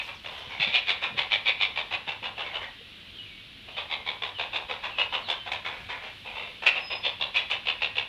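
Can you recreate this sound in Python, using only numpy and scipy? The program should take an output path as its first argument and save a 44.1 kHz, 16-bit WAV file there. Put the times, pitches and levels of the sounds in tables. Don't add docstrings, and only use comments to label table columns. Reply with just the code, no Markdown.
import sys
import numpy as np
from scipy import signal
from scipy.fft import rfft, irfft, next_fast_len
from scipy.io import wavfile
from scipy.ndimage import uniform_filter1d, minimum_filter1d, map_coordinates

SR = 44100
rng = np.random.default_rng(int(sys.argv[2]) if len(sys.argv) > 2 else 0)


def master_out(mix):
    frames = np.transpose(np.atleast_2d(mix))
    ceiling = np.clip(frames, -1, 1)
    pcm = np.round(ceiling * 32767).astype(np.int16)
    wavfile.write(sys.argv[1], SR, pcm)


N = 356328
TIME = np.arange(N) / SR

KEK_S, CLACKS_PER_S = 0.059, 76
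STRAIN_DB, RATTLE_PER_DB, FASTEST_PER_S = -24, 12, 135
FORCED_DB, HALVING_DB = -18, 5.5
MOUTH_LAG = 0.53
# time in seconds, bill resonance in Hz,
# upper bill resonance in relative dB, mouth in relative dB, level in dB where the throat stops growing.
BILL_OPENING = [(0, 2500, -8, -12, -43), (0.761, 2490, -3, -8, -40.5), (1.04, 2470, -4, 0, -34),
                (1.45, 2390, -3.5, -14, -37), (1.94, 2610, -4.5, -2.5, -36), (2.56, 2850, -6.5, -7, -35),
                (3.78, 2520, -0.5, -9, -36), (4.03, 2200, 2, -19, -36.5), (4.3, 2530, -0.5, -8, -31),
                (4.85, 2620, -1, 0, -33), (5.05, 2880, -12.5, -7, -30.5), (5.3, 2950, -0.5, -2.5, -31),
                (5.68, 2160, -1, 1.5, -34.5), (6.68, 2590, -21, -2.5, -36), (6.79, 2620, -12, -21, -36.5),
                (7.23, 2690, 2, -19, -35.5), (7.4, 2570, -9, -4, -36), (7.69, 2660, -8, -10, -37.5),
                (7.84, 2660, -7.5, -9, -39)]
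# time of the peak in seconds, level in dB, rise in seconds, rasp from 0 to 1.
BEGGING_CALLS = [(.003, -32, 0.025, 0.37), (0.093, -38, 0.016, 0.47), (0.263, -36.5, 0.021, 0.18),
                 (.629, -22, 0.029, 0.38), (.676, -29, 0.0096, .5), (.76, -19.5, 0.028, 0.32),
                 (.906, -22.5, 0.033, 0.31), (1.042, -27, 0.023, 0.64), (1.193, -24, 0.021, 0.37),
                 (1.341, -21, 0.029, 0.11), (1.488, -20.5, 0.029, 0.32), (1.634, -21.5, 0.03, 0.29),
                 (1.791, -27.5, 0.032, 0.2), (1.94, -28, 0.028, 0.41), (2.093, -30, 0.021, 0.38),
                 (2.257, -32, 0.03, 0.34), (2.409, -31.5, 0.032, 0.29), (2.558, -31, 0.023, 0.27),
                 (3.783, -31.5, 0.016, 0.56), (3.941, -29, 0.038, 0.29), (4.091, -29, .028, 0.05),
                 (4.238, -30, 0.019, 0.18), (4.399, -29, 0.013, 0.19), (4.562, -28, 0.031, .35),
                 (4.714, -31.5, 0.023, 0.22), (4.855, -32, 0.025, 0.55), (4.999, -22.5, 0.019, 0.28),
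                 (5.153, -27.5, 0.03, 0.39), (5.303, -26.5, 0.023, .25), (5.478, -36.5, 0.023, 0.3),
                 (5.521, -30, 0.0069, .2), (5.664, -31.5, 0.015, 0.31), (5.906, -34, 0.017, 0.47),
                 (6.638, -34.5, 0.017, 0.19), (6.675, -13.5, 0.014, .3), (6.78, -29, .031, 0.52),
                 (6.929, -30, 0.026, 0.49), (7.067, -24.5, 0.028, 0.53), (7.226, -26.5, 0.024, .08),
                 (7.372, -21.5, .024, 0.49), (7.517, -25.5, 0.016, 0.54), (7.688, -24, 0.027, 0.18),
                 (7.834, -24.5, 0.023, 0.13), (7.985, -25, 0.026, 0.12)]


def keks(easy_db=-31.5):
    track = np.zeros(N)
    times, *columns = np.transpose(BILL_OPENING)
    for s, db, rise, rasp in BEGGING_CALLS:
        bill_hz, upper_db, mouth_db, ceiling_db = (np.interp(s, times, column) for column in columns)
        rate = min(CLACKS_PER_S + RATTLE_PER_DB * max(db - STRAIN_DB, 0), FASTEST_PER_S)
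        length = KEK_S * .5 ** (max(db - FORCED_DB, 0) / HALVING_DB)
        throat_db = -20 * np.log10(np.hypot(1, amp(db - ceiling_db)))
        mouth_db -= MOUTH_LAG * (db - easy_db)
        lead, sound = call(db, rate, rise, length - rise, rasp, bill_hz, throat_db, mouth_db, upper_db)
        add(track, s - lead, sound)
    return track


def call(db, rate, rise, fall, rasp, bill_hz, throat_db, mouth_db, upper_db, bright_db=-10.5):
    t = np.arange(-SR // 8, SR // 5) / SR
    rise, fall = max(rise, .002), max(fall, .008)
    push = np.exp(-np.where(t < 0, np.abs(t / rise) ** 3, np.abs(t / fall) ** 1.5))
    breath = np.clip(rasp, 0, 1)
    source = np.sqrt(1 - breath ** 2) * rattle(t, rate, rasp) + breath * rng.standard_normal(len(t))
    ring = throat_and_bill(bill_hz, throat_db, mouth_db, upper_db, effort_db=db - bright_db)
    voice = signal.fftconvolve(push * source, np.convolve(ring, twig_echoes()))
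    voice *= np.linalg.norm(push) / np.linalg.norm(voice)
    voice[:len(t)] += amp(throat_db - 6) * undertone(t, source, rise)
    return -t[0], amp(db) * voice


def rattle(t, rate, rasp, jitter=.08, scatter_db=1.5, accent_db=1.5, count=41):
    filled = .42 + .5 * rasp
    beats = np.cumsum(1 + jitter * rng.standard_normal(count))
    starts = (beats - beats[count // 2]) / rate - .003
    sizes = amp(scatter_db * rng.standard_normal(count))
    sizes[count // 2] = amp(accent_db)
    flutter = np.linspace(0, 1, num=10)
    slips = jitter / 2 * rng.standard_normal((count, len(flutter)))
    times = starts[:, None] + filled / rate * (flutter + slips)
    snaps = sizes[:, None] * amp(-6 * flutter) * rng.choice([-1, 1], times.shape)
    heard = (times > t[0]) & (times < t[-1])
    samples = np.round((times[heard] - t[0]) * SR).astype(int)
    return unit(np.bincount(samples, snaps[heard], len(t)))


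BILL_WIDTH_HZ, UPPER_HZ, UPPER_WIDTH_HZ = 386, 3528, 393
# centre in Hz, width in Hz, relative level in dB.
THROAT_RESONANCES = [(488, 217, -3), (835, 320, -5)]
MOUTH_RESONANCES = [(2040, 1550, -7.5)]
# frequency in Hz, relative level in dB.
SNAP_TONE = [(300, -27.5), (450, -16), (1400, -27.5), (3000, -9), (4100, -18.5), (4700, -29), (5400, -40.5),
             (6500, -69), (9000, -88), (15000, -48)]


def throat_and_bill(bill_hz, throat_db, mouth_db, upper_db, effort_db, lowest_hz=420, drift=0.075):
    hz = np.fft.rfftfreq(1024, 1 / SR)
    power = amp(along(SNAP_TONE, hz)) ** 2 + resonance(hz, bill_hz, BILL_WIDTH_HZ) ** 2
    power += (amp(upper_db + 2.0) * resonance(hz, UPPER_HZ, UPPER_WIDTH_HZ)) ** 2
    for resonances, part_db in ((THROAT_RESONANCES, throat_db), (MOUTH_RESONANCES, mouth_db)):
        for centre, width, db in resonances:
            drifted_hz = centre * np.exp(drift * rng.normal())
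            power += (amp(db + part_db) * resonance(hz, drifted_hz, width)) ** 2
    treble_edge_hz = 5400 * amp(0.11 * effort_db)
    edge_loss = (1 + (hz / treble_edge_hz) ** 4) * (1 + (lowest_hz / (hz + 1)) ** 6)
    return ringing(np.sqrt(power / edge_loss))


# centre in Hz, width in Hz, relative level in dB.
GULLET_RESONANCES = [(522, 197, 0.5), (776, 150, 2.5), (1002, 210, 3), (1830, 1150, -9.5)]


def undertone(t, source, lead_s, hold_s=0.097, fade_db=7):
    def gullet(hz):
        peaks = (amp(db) * resonance(hz, centre, width) for centre, width, db in GULLET_RESONANCES)
        return np.sqrt(sum(peak ** 2 for peak in peaks))

    throat_open = np.exp(-np.abs(t / np.where(t < 0, lead_s, hold_s)) ** 8)
    rough_air = source + 1.12 * rng.standard_normal(len(t))
    return unit(filtered(rough_air, gullet)) * throat_open * amp(-fade_db * t / hold_s)


# time of the peak in seconds, level in dB,
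# length in seconds, bill resonance in Hz, mouth in relative dB.
SOFT_CALLS = [(0.381, -42.5, .27, 3100, -5.5), (0.539, -39, 0.15, 2290, -1.5), (2.466, -37.5, .1, 2280, -5),
              (2.631, -38, 0.068, 1920, 3), (3.69, -43, 0.047, 2620, -20), (5.743, -41.5, 0.17, 2400, -1),
              (5.961, -41, 0.12, 2200, 1), (6.052, -41, 0.11, 2620, 1), (6.277, -38.5, 0.096, 2540, -26),
              (6.399, -36.5, 0.17, 2520, -28)]


def grumbles(rise_share=0.29):
    track = np.zeros(N)
    for s, db, length, bill_hz, mouth_db in SOFT_CALLS:
        rise = rise_share * length
        lead, sound = call(db, CLACKS_PER_S, rise, length - rise, rasp=0.47, bill_hz=bill_hz,
                           throat_db=-5, mouth_db=mouth_db, upper_db=-8.5)
        add(track, s - lead, sound)
    return track


# frequency in Hz, relative level in dB.
CRACKLE_TONE = [(2500, -29), (4800, 4), (6500, -3.5), (9000, -11), (12000, -19), (15000, -27)]
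# time of the peak in seconds, level in dB.
PEAK_CRACKLES = [(2.559, -65), (4.562, -61), (5.304, -51.5), (5.524, -53), (6.67, -44.5), (7.364, -53),
                 (7.51, -54)]


def crackles(rise_s=0.006, fall_s=0.023):
    track = np.zeros(N)
    t = np.arange(-SR // 20, SR // 8) / SR
    swell = np.exp(-(t / np.where(t < 0, rise_s, fall_s)) ** 2)
    for s, db in PEAK_CRACKLES:
        grit = rattle(t, CLACKS_PER_S, rasp=0.6) + 0.39 * rng.standard_normal(len(t))
        add(track, s + t[0], amp(db) * swell * coloured(grit, CRACKLE_TONE))
    return track


# time of the peak in seconds, level in dB, pitch in Hz, swell time in seconds.
WING_BEATS = [(.48, -43.5, 123, 0.009), (.605, -42.5, 165, 0.01), (.68, -44.5, 182, 0.012),
              (1.13, -49, 173, 0.044), (1.19, -55, 124, 0.022), (5.85, -52.5, 75.4, 0.085),
              (6.2, -67, 60, 0.042)]


def wings(width_hz=62):
    track = np.zeros(N)
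    t = np.arange(SR // 2) / SR
    for s, db, centre_hz, swell_s in WING_BEATS:
        puff = unit(filtered(rng.standard_normal(len(t)), lambda hz: resonance(hz, centre_hz, width_hz)))
        swell = np.exp(-((t - t.mean()) / swell_s) ** 2)
        add(track, s - t.mean(), amp(db) * puff * swell)
    return track


# frequency in Hz, relative level in dB.
NEST_TONE = [(50, -38), (170, 1.5), (330, -10), (480, 4), (700, -25), (2000, -42), (8000, -60)]
# start in seconds, relative level in dB.
FOOTSTEPS = [(1.142, -36), (2.076, -37.5), (2.22, -35.5), (2.803, -43.5)]


def feet(attack_s=0.003, die_away_s=0.084):
    track = np.zeros(N)
    t = np.arange(SR // 2) / SR
    for s, db in FOOTSTEPS:
        thud = coloured(rng.standard_normal(len(t)), NEST_TONE)
        fade = amp(db - 0.5 - 60 * t / die_away_s)
        add(track, s, fade * thud * (1 - np.exp(-t / attack_s)))
    return track


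# frequency in Hz, relative level in dB.
FEATHER_TONE = [(500, -27), (3000, 12), (7000, -7), (10000, -8.5), (15000, -14)]
# time of the peak in seconds, level in dB, swell time in seconds.
FEATHER_STROKES = [(0.055, -52.5, 0.061), (0.237, -62.5, 0.11), (0.377, -56, 0.083), (5.806, -67, 0.089),
                   (6.254, -61.5, 0.59)]


def feathers():
    strokes = sum(amp(db) * np.exp(-((TIME - s) / swell_s) ** 2) for s, db, swell_s in FEATHER_STROKES)
    swish = coloured(rng.standard_normal(N), FEATHER_TONE)
    return strokes * unit(swish * amp(1.4 * wobble(150)))


TRILL_START_S, TRILL_STEP_S, TRILL_NOTE_S = 0.022, 0.1165, 0.056
TRILL_FROM_HZ, TRILL_TO_HZ, TRILL_DB = 7000, 4060, -59
# start in seconds, length in seconds, first pitch in Hz, last in Hz, level in dB.
SONGBIRD_WHISTLES = [(2.625, 0.09, 1990, 1954, -51), (3.138, 0.058, 3200, 3380, -50),
                     (3.178, .037, 3180, 2900, -41.5), (3.239, 0.05, 3050, 2250, -50),
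                     (3.282, 0.097, 2376, 2270, -52.5), (3.72, .073, 3310, 3000, -44),
                     (4.337, .067, 3250, 2850, -42), (4.886, 0.1, 3220, 2500, -44.5),
                     (5.225, .094, 4750, 3200, -43.5), (5.326, 0.14, 3340, 3080, -46),
                     (6.79, .22, 5230, 5190, -44.5)]


def songbirds(trill_notes=5, swoop=1.35, sag=0.028):
    track = np.zeros(N)
    trill = [(TRILL_START_S + k * TRILL_STEP_S, TRILL_NOTE_S, TRILL_FROM_HZ, TRILL_TO_HZ, TRILL_DB)
             for k in range(trill_notes)]
    for s, length, start_hz, end_hz, db in trill + list(SONGBIRD_WHISTLES):
        progress = np.linspace(0, 1, int(length * SR))
        arch = np.sin(np.pi * progress)
        glide_hz = end_hz + (start_hz - end_hz) * (1 - progress) ** swoop
        pitch_hz = glide_hz * (1 - sag * arch)
        add(track, s, amp(db) * np.sqrt(2) * arch * sine(pitch_hz))
    return track * amp(0.76 * wobble(40))


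def twig_echoes(count=6, reach_s=.006, strength=.2):
    echoes = np.zeros(int(reach_s * SR))
    echoes[rng.integers(len(echoes) // 8, len(echoes), count)] = strength * rng.choice([-1, 1], count)
    echoes[0] = 1
    return echoes


# frequency in Hz, seconds to fade by 60 dB.
TREE_FADE_TIMES = [(150, 0.22), (800, 0.27), (1600, 0.48), (2800, 0.32), (5000, 0.32), (12000, 0.14)]


def tree_echoes(x, pieces=16, build_s=0.024):
    echoes = np.zeros(N)
    hop = N // pieces + 1
    for start in range(0, N, hop):
        hz, t, noise = signal.stft(rng.standard_normal(SR * 2 // 3), SR, nperseg=256)
        fade = amp(-60 * t / along(TREE_FADE_TIMES, hz)[:, None])
        tail = signal.istft(noise * fade * (1 - np.exp(-t / build_s)), SR, nperseg=256)[1]
        add(echoes, start / SR, signal.fftconvolve(x[start:start + hop], tail / np.linalg.norm(tail)))
    return echoes


# frequency in Hz, relative level in dB.
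WOODS_TONE = [(15, -32), (30, -8), (80, -5.5), (140, -11), (220, -10), (380, -17), (950, -23),
              (2000, -15.5), (2900, -6.5), (3800, -10.5), (4800, -25), (6500, -37), (9500, -41.5),
              (15500, -43)]


def woods(level_db=-47.5):
    return amp(level_db + 0.52 * wobble(5.38)) * coloured(rng.standard_normal(N), WOODS_TONE)


# time in seconds, pitch in Hz.
WHINE_PITCH = [(0.0, 10819), (0.88, 10600), (2.05, 10936), (2.11, 10778), (2.83, 10781), (3.42, 11033),
               (3.49, 10960), (4.3, 10911), (4.5, 11047), (4.93, 10830), (6.95, 10988), (7.09, 10807),
               (7.99, 10699), (8.08, 10757)]


def hum_and_whine(hum_hz=103.6, hum_db=-61.5, whine_db=-75):
    hum = amp(hum_db + 4.3 * wobble(19)) * sine(hum_hz + 5 * wobble(18))
    whine_hz = np.interp(TIME, *np.transpose(WHINE_PITCH)) + 20 * wobble(15) + 35 * wobble(300)
    return hum + amp(whine_db) * sine(whine_hz)


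def limiter(x, ceiling=.42, window=132):
    gain = ceiling / np.maximum(np.abs(x), ceiling)
    return x * uniform_filter1d(minimum_filter1d(gain, window), window)


def amp(db):
    return 10 ** (np.asarray(db) / 20)


def unit(x):
    return x / np.sqrt(np.mean(x ** 2) + 1e-20)


def sine(hz):
    return np.sin(2 * np.pi * np.cumsum(hz) / SR)


def along(points, hz):
    frequencies, values = np.transpose(points)
    return np.interp(np.log(hz + 1), np.log(frequencies + 1), values)


def wobble(rate):
    return map_coordinates(rng.standard_normal(int(N * rate / SR) + 4), [TIME * rate])


def filtered(x, response):
    size = next_fast_len(len(x) + SR // 10)
    return irfft(rfft(x, size) * response(np.fft.rfftfreq(size, 1 / SR)), size)[:len(x)]


def coloured(x, tone):
    return unit(filtered(x, lambda hz: amp(along(tone, hz))))


def add(track, s, sound):
    start = round(s * SR)
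    part = sound[max(-start, 0):max(N - start, 0)]
    track[max(start, 0):][:len(part)] += part


def resonance(hz, centre, width):
    return 1 / (1 + ((hz ** 2 - centre ** 2) / (np.sqrt(2) * width * (hz + 1))) ** 2)


def ringing(gain):
    cepstrum = irfft(np.log(np.maximum(gain, 1e-6)))
    half = len(cepstrum) // 2
    cepstrum[1:half] *= 2
    cepstrum[half + 1:] = 0
    response = irfft(np.exp(rfft(cepstrum)))
    return response / np.linalg.norm(response)


def scene(nest_echo_db=-14, song_echo_db=-5, hillside_s=0.13, hillside_db=-20):
    nest = keks() + grumbles() + crackles() + wings() + feet() + feathers()
    song = songbirds()
    into_trees = amp(nest_echo_db) * nest + amp(song_echo_db) * song
    add(into_trees, hillside_s, amp(hillside_db) * song)
    return (nest + song + tree_echoes(into_trees) + woods() + hum_and_whine())[None]


def record(dry, top_hz=15500):
    return np.array([filtered(limiter(channel), lambda hz: hz < top_hz) for channel in dry])


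dry = scene()
out = record(dry)
master_out(out)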